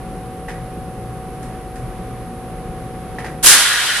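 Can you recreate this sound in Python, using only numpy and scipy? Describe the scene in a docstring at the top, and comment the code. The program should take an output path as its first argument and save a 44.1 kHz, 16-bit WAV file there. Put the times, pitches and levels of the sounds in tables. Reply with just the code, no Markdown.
"""A low rumble of ventilation fills a standing commuter train; machinery throbs, the electrics hum and
whine, latches click and air ticks by the door. Then a valve dumps compressed air: a bright turbulent
jet that fades as the pressure falls, and a hollow rush that lingers in the resonances of the exhaust pipe.
The cabin reverberates; the blast overloads an automatic gain control, which ducks the hum."""
import sys
import numpy as np
from scipy import signal
from scipy.fft import rfft, irfft
from scipy.io import wavfile
from scipy.ndimage import uniform_filter1d

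SR = 44100
rng = np.random.default_rng(int(sys.argv[2]) if len(sys.argv) > 2 else 0)


def unload_audio(sound):
    """Save the sound as a 16-bit wav file, at the path given as the first command line argument."""
    columns = np.transpose(np.atleast_2d(sound))
    # keep every value between -1 and 1, then stretch to whole-number steps
    steps = np.round(np.clip(columns, -1, 1) * 32767)
    wavfile.write(sys.argv[1], SR, steps.astype(np.int16))


N = 176400
T = np.arange(N) / SR
FREQS = np.arange(N // 2 + 1) * SR / N + 1e-6
CRACK_S, OPEN_S = 3.4255, 3.456  # the valve cracks, then opens fully

# stereo width of air noise, scrapes and reverberation: f/Hz, side minus mid level/dB
AIR_SIDE = [(100, -3), (500, -15), (1100, -10.5), (2000, -10.5), (4000, -1.5), (8000, 0.7), (14000, -0.5)]


def jet():
    """Turbulent mixing at the valve: a bright blast, then a weaker hiss as the pressure drops."""
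    # jet spectrum: f/Hz, relative level/dB
    spectrum = [(100, -19), (600, -14), (1200, -9.5), (2000, -8), (4000, -4.5), (6500, -2), (8500, -1),
                (10700, -0.5), (12000, -9.5), (14000, -18.5), (15500, -35)]
    blast = envelope(OPEN_S, rise=0.008, fall=0.067, hold=0.038)
    remainder = undb(-7) * envelope(OPEN_S, rise=0.008, fall=0.44)
    flow = np.hypot(blast, remainder) * undb(0.5 + walk(40))
    return cabin(noise(shape(spectrum), AIR_SIDE) * flow, room_db=-5.5)


def exhaust():
    """Pipe resonance: after a pressure pulse, the flow excites the air column into a hollow rush."""
    # broadband rush: f/Hz, relative level/dB
    spectrum = [(100, -26.5), (400, -13), (800, -8.5), (1300, 0), (2400, -1), (4000, 1), (6000, -8),
                (10000, -29), (15000, -55)]
    # pipe modes: f/Hz, nominal bandwidth/Hz, level/dB
    modes = [(1462, 73, -14.5), (1640, 75, -13.5), (1810, 110, -14), (2000, 160, -18), (2863, 46, -19),
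             (3116, 98, -18), (3330, 200, -18), (8100, 600, -19)]
    # swell of the lower and of the upper modes: t/s, level/dB
    low_swell = [(3.57, -2), (3.62, -7), (3.685, -1), (3.71, 1.5), (3.785, 1.5), (3.82, -4), (3.885, -3),
                 (3.91, 4.5), (3.935, -2), (3.965, 3), (4, -2)]
    high_swell = [(3.58, 0), (3.655, 4), (3.71, 4), (3.75, -10), (3.795, 2), (3.85, -1), (3.89, 3.5),
                  (3.94, 0), (3.975, 0)]
    split_hz, flutter_db, rise_s, fall_db_per_s = 2400, 2.5, 0.1, 14.5
    rush = undb(-5) * noise(shape(spectrum), AIR_SIDE)
    rings = 0
    for hz, width, db in modes:
        swell_db = curve(low_swell if hz < split_hz else high_swell)
        rings += noise(resonance(hz, width), AIR_SIDE) * undb(db + swell_db + flutter_db * walk(41))
    flow = np.clip((T - CRACK_S) / rise_s, 0, 1) * undb(-fall_db_per_s * (T - OPEN_S))
    pulse = undb(-24) * envelope(CRACK_S, rise=0.022, fall=0.035)
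    thump = noise(resonance(hz=41.6, width_hz=45), AIR_SIDE) * pulse
    return cabin(rush * flow, room_db=-3.5) + cabin(rings * flow, room_db=-9) + thump


def spit():
    """Orifice flow: the seal cracks open and passes a short burst of noise ahead of the blast."""
    # burst spectrum: f/Hz, relative level/dB
    spectrum = [(100, -6), (600, -3), (1600, -5), (2500, -7), (6000, 0.5), (10500, 7.5), (12500, 0),
                (15500, -22.5)]
    flow = undb(-4.5) * envelope(CRACK_S, rise=0.022, fall=0.019)
    return cabin(noise(shape(spectrum), AIR_SIDE) * flow, room_db=2)


def whistle():
    """Edge tone: the escaping air catches an edge and whistles unsteadily for moments."""
    # Gaussian swells: centre t/s, duration/s, level/dB
    swells = [(3.66, 0.067, -20), (3.8, .05, -17), (3.887, .045, -17), (3.98, .04, -23)]
    level = sum(undb(db) * np.exp(-(2 * (T - centre) / length) ** 2) for centre, length, db in swells)
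    pitch_hz = 3100 + 34.94 * walk(69.5)
    phase = 2 * np.pi * np.cumsum(pitch_hz) / SR
    return cabin(np.sqrt(2) * level * np.sin(phase) * pan(db=-2), room_db=-9)


def latches():
    """Impact excitation: each click rings the damped modes of a latch and adds a faint scrape."""
    # clicks and their bounces: t/s, knock level/dB, scrape level/dB
    impacts = [(.483, -18.5, -33), (0.4926, -30, -42), (.502, -24, -42.5), (3.1845, -17, -30),
               (3.203, -30, -49), (3.243, -17.5, -31.5), (3.26, -25, -38)]
    # latch modes: f/Hz, level/dB, T60/s
    modes = [(726, -10, 0.049), (864, -3.5, .03), (1220, -26, 0.014), (1650, -5.5, 0.022), (1790, 2, 0.016),
             (1960, -0.5, 0.019), (2260, -22, 0.012), (2800, -13.5, 0.011), (3050, -28, 0.013)]
    # scrape spectrum: f/Hz, relative level/dB
    spectrum = [(300, 10.5), (800, 11.5), (2000, 17), (3500, 4.5), (5200, 2.5), (7000, -1.5), (9000, 0),
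                (11500, -4), (14000, -23)]
    knock_rise_s = 0.0026
    scrape = noise(shape(spectrum), AIR_SIDE)
    clicks = np.zeros((2, N))
    for start, knock_db, scrape_db in impacts:
        age = np.maximum(T - start, 0)
        ring = sum(undb(db - 60 * age / t60) * np.sin(2 * np.pi * (hz * age + rng.random()))
                   for hz, db, t60 in modes)
        clicks += undb(knock_db) * ring * np.minimum(age / knock_rise_s, 1)
        clicks += undb(scrape_db) * scrape * envelope(start, rise=0.0032, fall=0.02)
    return cabin(clicks, room_db=-5, t60_s=0.45) * pan(db=-1)


def ticks():
    """Transient flow noise: a valve lets out small, bright spits of air."""
    # air ticks: t/s, level/dB
    bursts = [(1.426, -35.5), (1.755, -36)]
    # tick spectrum: f/Hz, relative level/dB
    spectrum = [(500, -7), (1800, 11), (3100, -6), (5000, -2.5), (6500, -2), (7700, -3), (8800, 4),
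                (10500, -4), (14000, -19)]
    flow = sum(undb(db) * envelope(start, rise=0.0032, fall=0.013) for start, db in bursts)
    return cabin(noise(shape(spectrum), AIR_SIDE) * flow, room_db=-0.5) * pan(db=-1)


def ventilation():
    """Forced resonance: rumbling turbulence rings the ducts, under a thin, steady hiss."""
    # spectra of the rumble and of the hiss: f/Hz, relative level/dB
    rumble_spectrum = [(13, -38), (22, -7), (55, 1), (85, -5), (112, -5.5), (170, -6), (203, -3), (404, -9),
                       (435, -10.5), (469, -8.5), (662, -15.5), (768, -12), (827, -18), (1140, -17.5),
                       (8000, -43.5), (10400, -80), (17600, -120)]
    hiss_spectrum = [(7500, -16.5), (8900, -7.5), (9450, -7), (9830, 0), (10080, -3), (10550, 0),
                     (10900, -4), (11300, -4), (12400, -16.5), (13600, -28), (14800, -28)]
    # duct modes: f/Hz, nominal bandwidth/Hz, level/dB
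    modes = [(72, 6.5, -50.5), (124.5, 20, -45), (143.7, 11, -43.5), (175, 4.4, -51.5), (240, 86, -50.5),
             (1095, 5.2, -63)]
    # stereo width: f/Hz, side minus mid level/dB
    side = [(30, -18), (60, -8), (125, -14.5), (250, -18.5), (500, -10.5), (1200, -10), (2400, -6.5),
            (4400, 0), (9000, -2.5)]
    swell_db, flicker_db = 0.76, 3
    rumble = noise(shape(rumble_spectrum), side) * undb(-33.5 + swell_db * walk(2.7))
    ducts = sum(noise(resonance(hz, width), side) * undb(db + flicker_db * walk(7.2))
                for hz, width, db in modes)
    hiss = noise(shape(hiss_spectrum), side) * undb(-50) * pan(db=-10.5)
    return rumble + ducts + hiss


def drones():
    """Amplitude and frequency modulation: three low machinery tones throb and wander in pitch."""
    # machinery tones: f/Hz, rms wander/Hz, level offset/dB
    tones = [(41.7, 1.8, -2), (119.2, 3.52, -2.5), (170.7, 3.92, -3)]
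    # envelope of each tone, lowest first: t/s, level/dB
    deep_swell = [(0.0, -47), (0.06, -35), (0.45, -57), (0.48, -31), (1.05, -60), (1.31, -48),
                  (1.82, -32.5), (2.54, -47), (2.57, -34), (3.11, -48), (3.34, -37), (3.4, -42)]
    low_throb = [(0.0, -61), (0.29, -31), (0.33, -51), (0.64, -30), (0.8, -44), (0.84, -31), (0.96, -37),
                 (1.09, -33), (1.22, -37), (1.25, -32), (1.32, -43), (1.49, -32), (1.51, -37.5),
                 (1.77, -39.5), (1.84, -23.5), (1.88, -38), (2.22, -32), (2.42, -50), (2.56, -36),
                 (2.6, -50), (2.63, -50), (2.86, -30.5), (2.95, -52), (3.23, -29), (3.25, -43), (3.4, -43)]
    high_throb = [(0.06, -37), (0.11, -38), (0.21, -43), (0.62, -34), (0.65, -47), (0.68, -40), (0.78, -31),
                  (0.82, -40), (0.89, -33), (0.93, -48), (0.96, -35), (1.1, -56), (1.17, -25.5), (1.2, -52),
                  (1.42, -39), (1.65, -46), (1.68, -38), (1.85, -56), (2.01, -30), (2.05, -46), (2.17, -34),
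                  (2.2, -45), (2.25, -34), (2.3, -38.5), (2.71, -33), (2.75, -43), (2.79, -31), (2.84, -46),
                  (3.13, -37), (3.2, -50), (3.25, -40), (3.4, -45)]
    machinery = 0
    for (hz, wander_hz, db), levels in zip(tones, [deep_swell, low_throb, high_throb]):
        phase = 2 * np.pi * (np.cumsum(hz + wander_hz * walk(7)) / SR + rng.random())
        machinery += np.sqrt(2) * undb(db + curve(levels)) * np.sin(phase)
    return machinery


def electrics():
    """Harmonic series: the power supply hums at multiples of its frequency, beside one steady whine."""
    # supply hum: harmonic number, level/dB
    harmonics = [(1, -45), (2, -45.5), (3, -46), (4, -52), (6, -45.5), (7, -47.5), (8, -44), (9, -46.5),
                 (12, -55), (14, -57), (19, -56), (21, -58)]
    supply_hz, drift, waver_db, whine_hz = 59.31, 0.00199, 0.9, 749.7
    phase = 2 * np.pi * np.cumsum(supply_hz * (1 + drift * walk(2.9))) / SR
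    hum = sum(undb(db + waver_db * walk(2.2)) * np.sin(k * phase + rng.uniform(0, 2 * np.pi))
              for k, db in harmonics)
    whine = undb(-37 - 0.1 * walk(4)) * np.sin(2 * np.pi * whine_hz * T)
    return np.sqrt(2) * (hum + whine)


def cabin(x, room_db, t60_s=0.53):
    """Reverberation: dense reflections in the carriage decay exponentially, the treble sooner."""
    crossover_hz, treble_t60_s, build_up_s = 4000, 0.39, 0.011
    lowpass = 1 / (1 + (FREQS / crossover_hz) ** 2)
    field = rfft(noise(1, AIR_SIDE))
    tail = sum(irfft(field * band, N) * undb(-60 * T / t60)
               for band, t60 in [(lowpass, t60_s), (1 - lowpass, treble_t60_s)])
    tail = (tail * np.clip(T / build_up_s, 0, 1))[:, :SR // 2]
    wet = signal.fftconvolve(x, tail / np.sqrt(np.sum(tail ** 2) / 2), axes=1)[:, :N]
    return (x + undb(room_db) * wet) / np.hypot(1, undb(room_db))


def undb(db):
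    """Amplitude ratio of a level in decibels."""
    return 10 ** (np.asarray(db) / 20)


def unit(x):
    """Normalisation to rms 1."""
    return x / np.sqrt(np.mean(x ** 2))


def shape(points):
    """Magnitude response through (f/Hz, level/dB) points."""
    hz, db = np.array(points, float).T
    return undb(np.interp(np.log(FREQS), np.log(hz), db))


def resonance(hz, width_hz):
    """Magnitude response of a steep-sided resonator."""
    return 1 / (1 + ((FREQS / hz - hz / FREQS) * hz / (1.9 * width_hz)) ** 2)


def noise(gain, side_points):
    """Mid-side stereo noise of rms 1, its colour and width set by frequency."""
    mid, side = rfft(rng.standard_normal((2, N)))
    width = shape(side_points)
    channels = np.array([mid + side * width, mid - side * width])
    return unit(irfft(channels * gain / np.sqrt(1 + width ** 2), N))


def walk(rate_hz):
    """Low-passed noise: a smooth random drift of rms 1."""
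    return unit(irfft(rfft(rng.standard_normal(N)) / (1 + (FREQS / rate_hz) ** 4), N))


def curve(points):
    """Linear interpolation of (t/s, value) points at every sample."""
    return np.interp(T, *np.array(points, float).T)


def envelope(start, rise, fall, hold=0):
    """Linear attack, hold and exponential decay; times in seconds."""
    age = T - start
    return np.clip(age / rise, 0, 1) * np.exp(-np.maximum(age - rise - hold, 0) / fall)


def pan(db):
    """Level-difference panning: two gains, left minus right in decibels."""
    return undb(np.array([[db], [-db]]) / 2)


def place(x, balance):
    """Level-difference panning that varies with frequency."""
    right = shape(balance) ** -0.5
    return irfft(rfft(x) * np.array([1 / right, right]), N)


def scene():
    """Superposition of the cabin's steady sounds, the clicks and the release of air."""
    # balance of the steady sounds and of the escaping air: f/Hz, left minus right level/dB
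    steady_balance = [(30, 2), (60, 2), (130, .5), (300, .5), (600, 0.4), (2000, -1), (8000, 3.5)]
    air_balance = [(500, 0), (1200, 1), (2200, -1.5), (4200, 1), (6500, 0.5), (9000, -3), (13000, -6.5)]
    steady = place(ventilation() + drones() + electrics(), steady_balance)
    clicks = latches() + ticks()
    release = place(spit() + jet() + exhaust() + whistle(), air_balance)
    return steady + clicks + release


def record(dry):
    """Automatic gain control: its lag lets the blast clip before all is turned down; the top is cut."""
    threshold_db, slope, react_s, cutoff_hz = -17.5, 0.87, 0.17, 15552
    power = uniform_filter1d(np.mean(dry ** 2, axis=0), SR // 100)
    over_db = np.maximum(10 * np.log10(np.maximum(power, 1e-12)) - threshold_db, 0)
    pole = np.exp(-1 / (react_s * SR))
    duck_db = signal.lfilter([1 - pole], [1, -pole], slope * over_db)
    clipped = np.clip(dry * undb(-duck_db), -1, 1)
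    lowpass = signal.ellip(8, 0.2, 70, cutoff_hz, fs=SR, output="sos")
    return signal.sosfilt(lowpass, clipped)


dry = scene()
out = record(dry)
unload_audio(out)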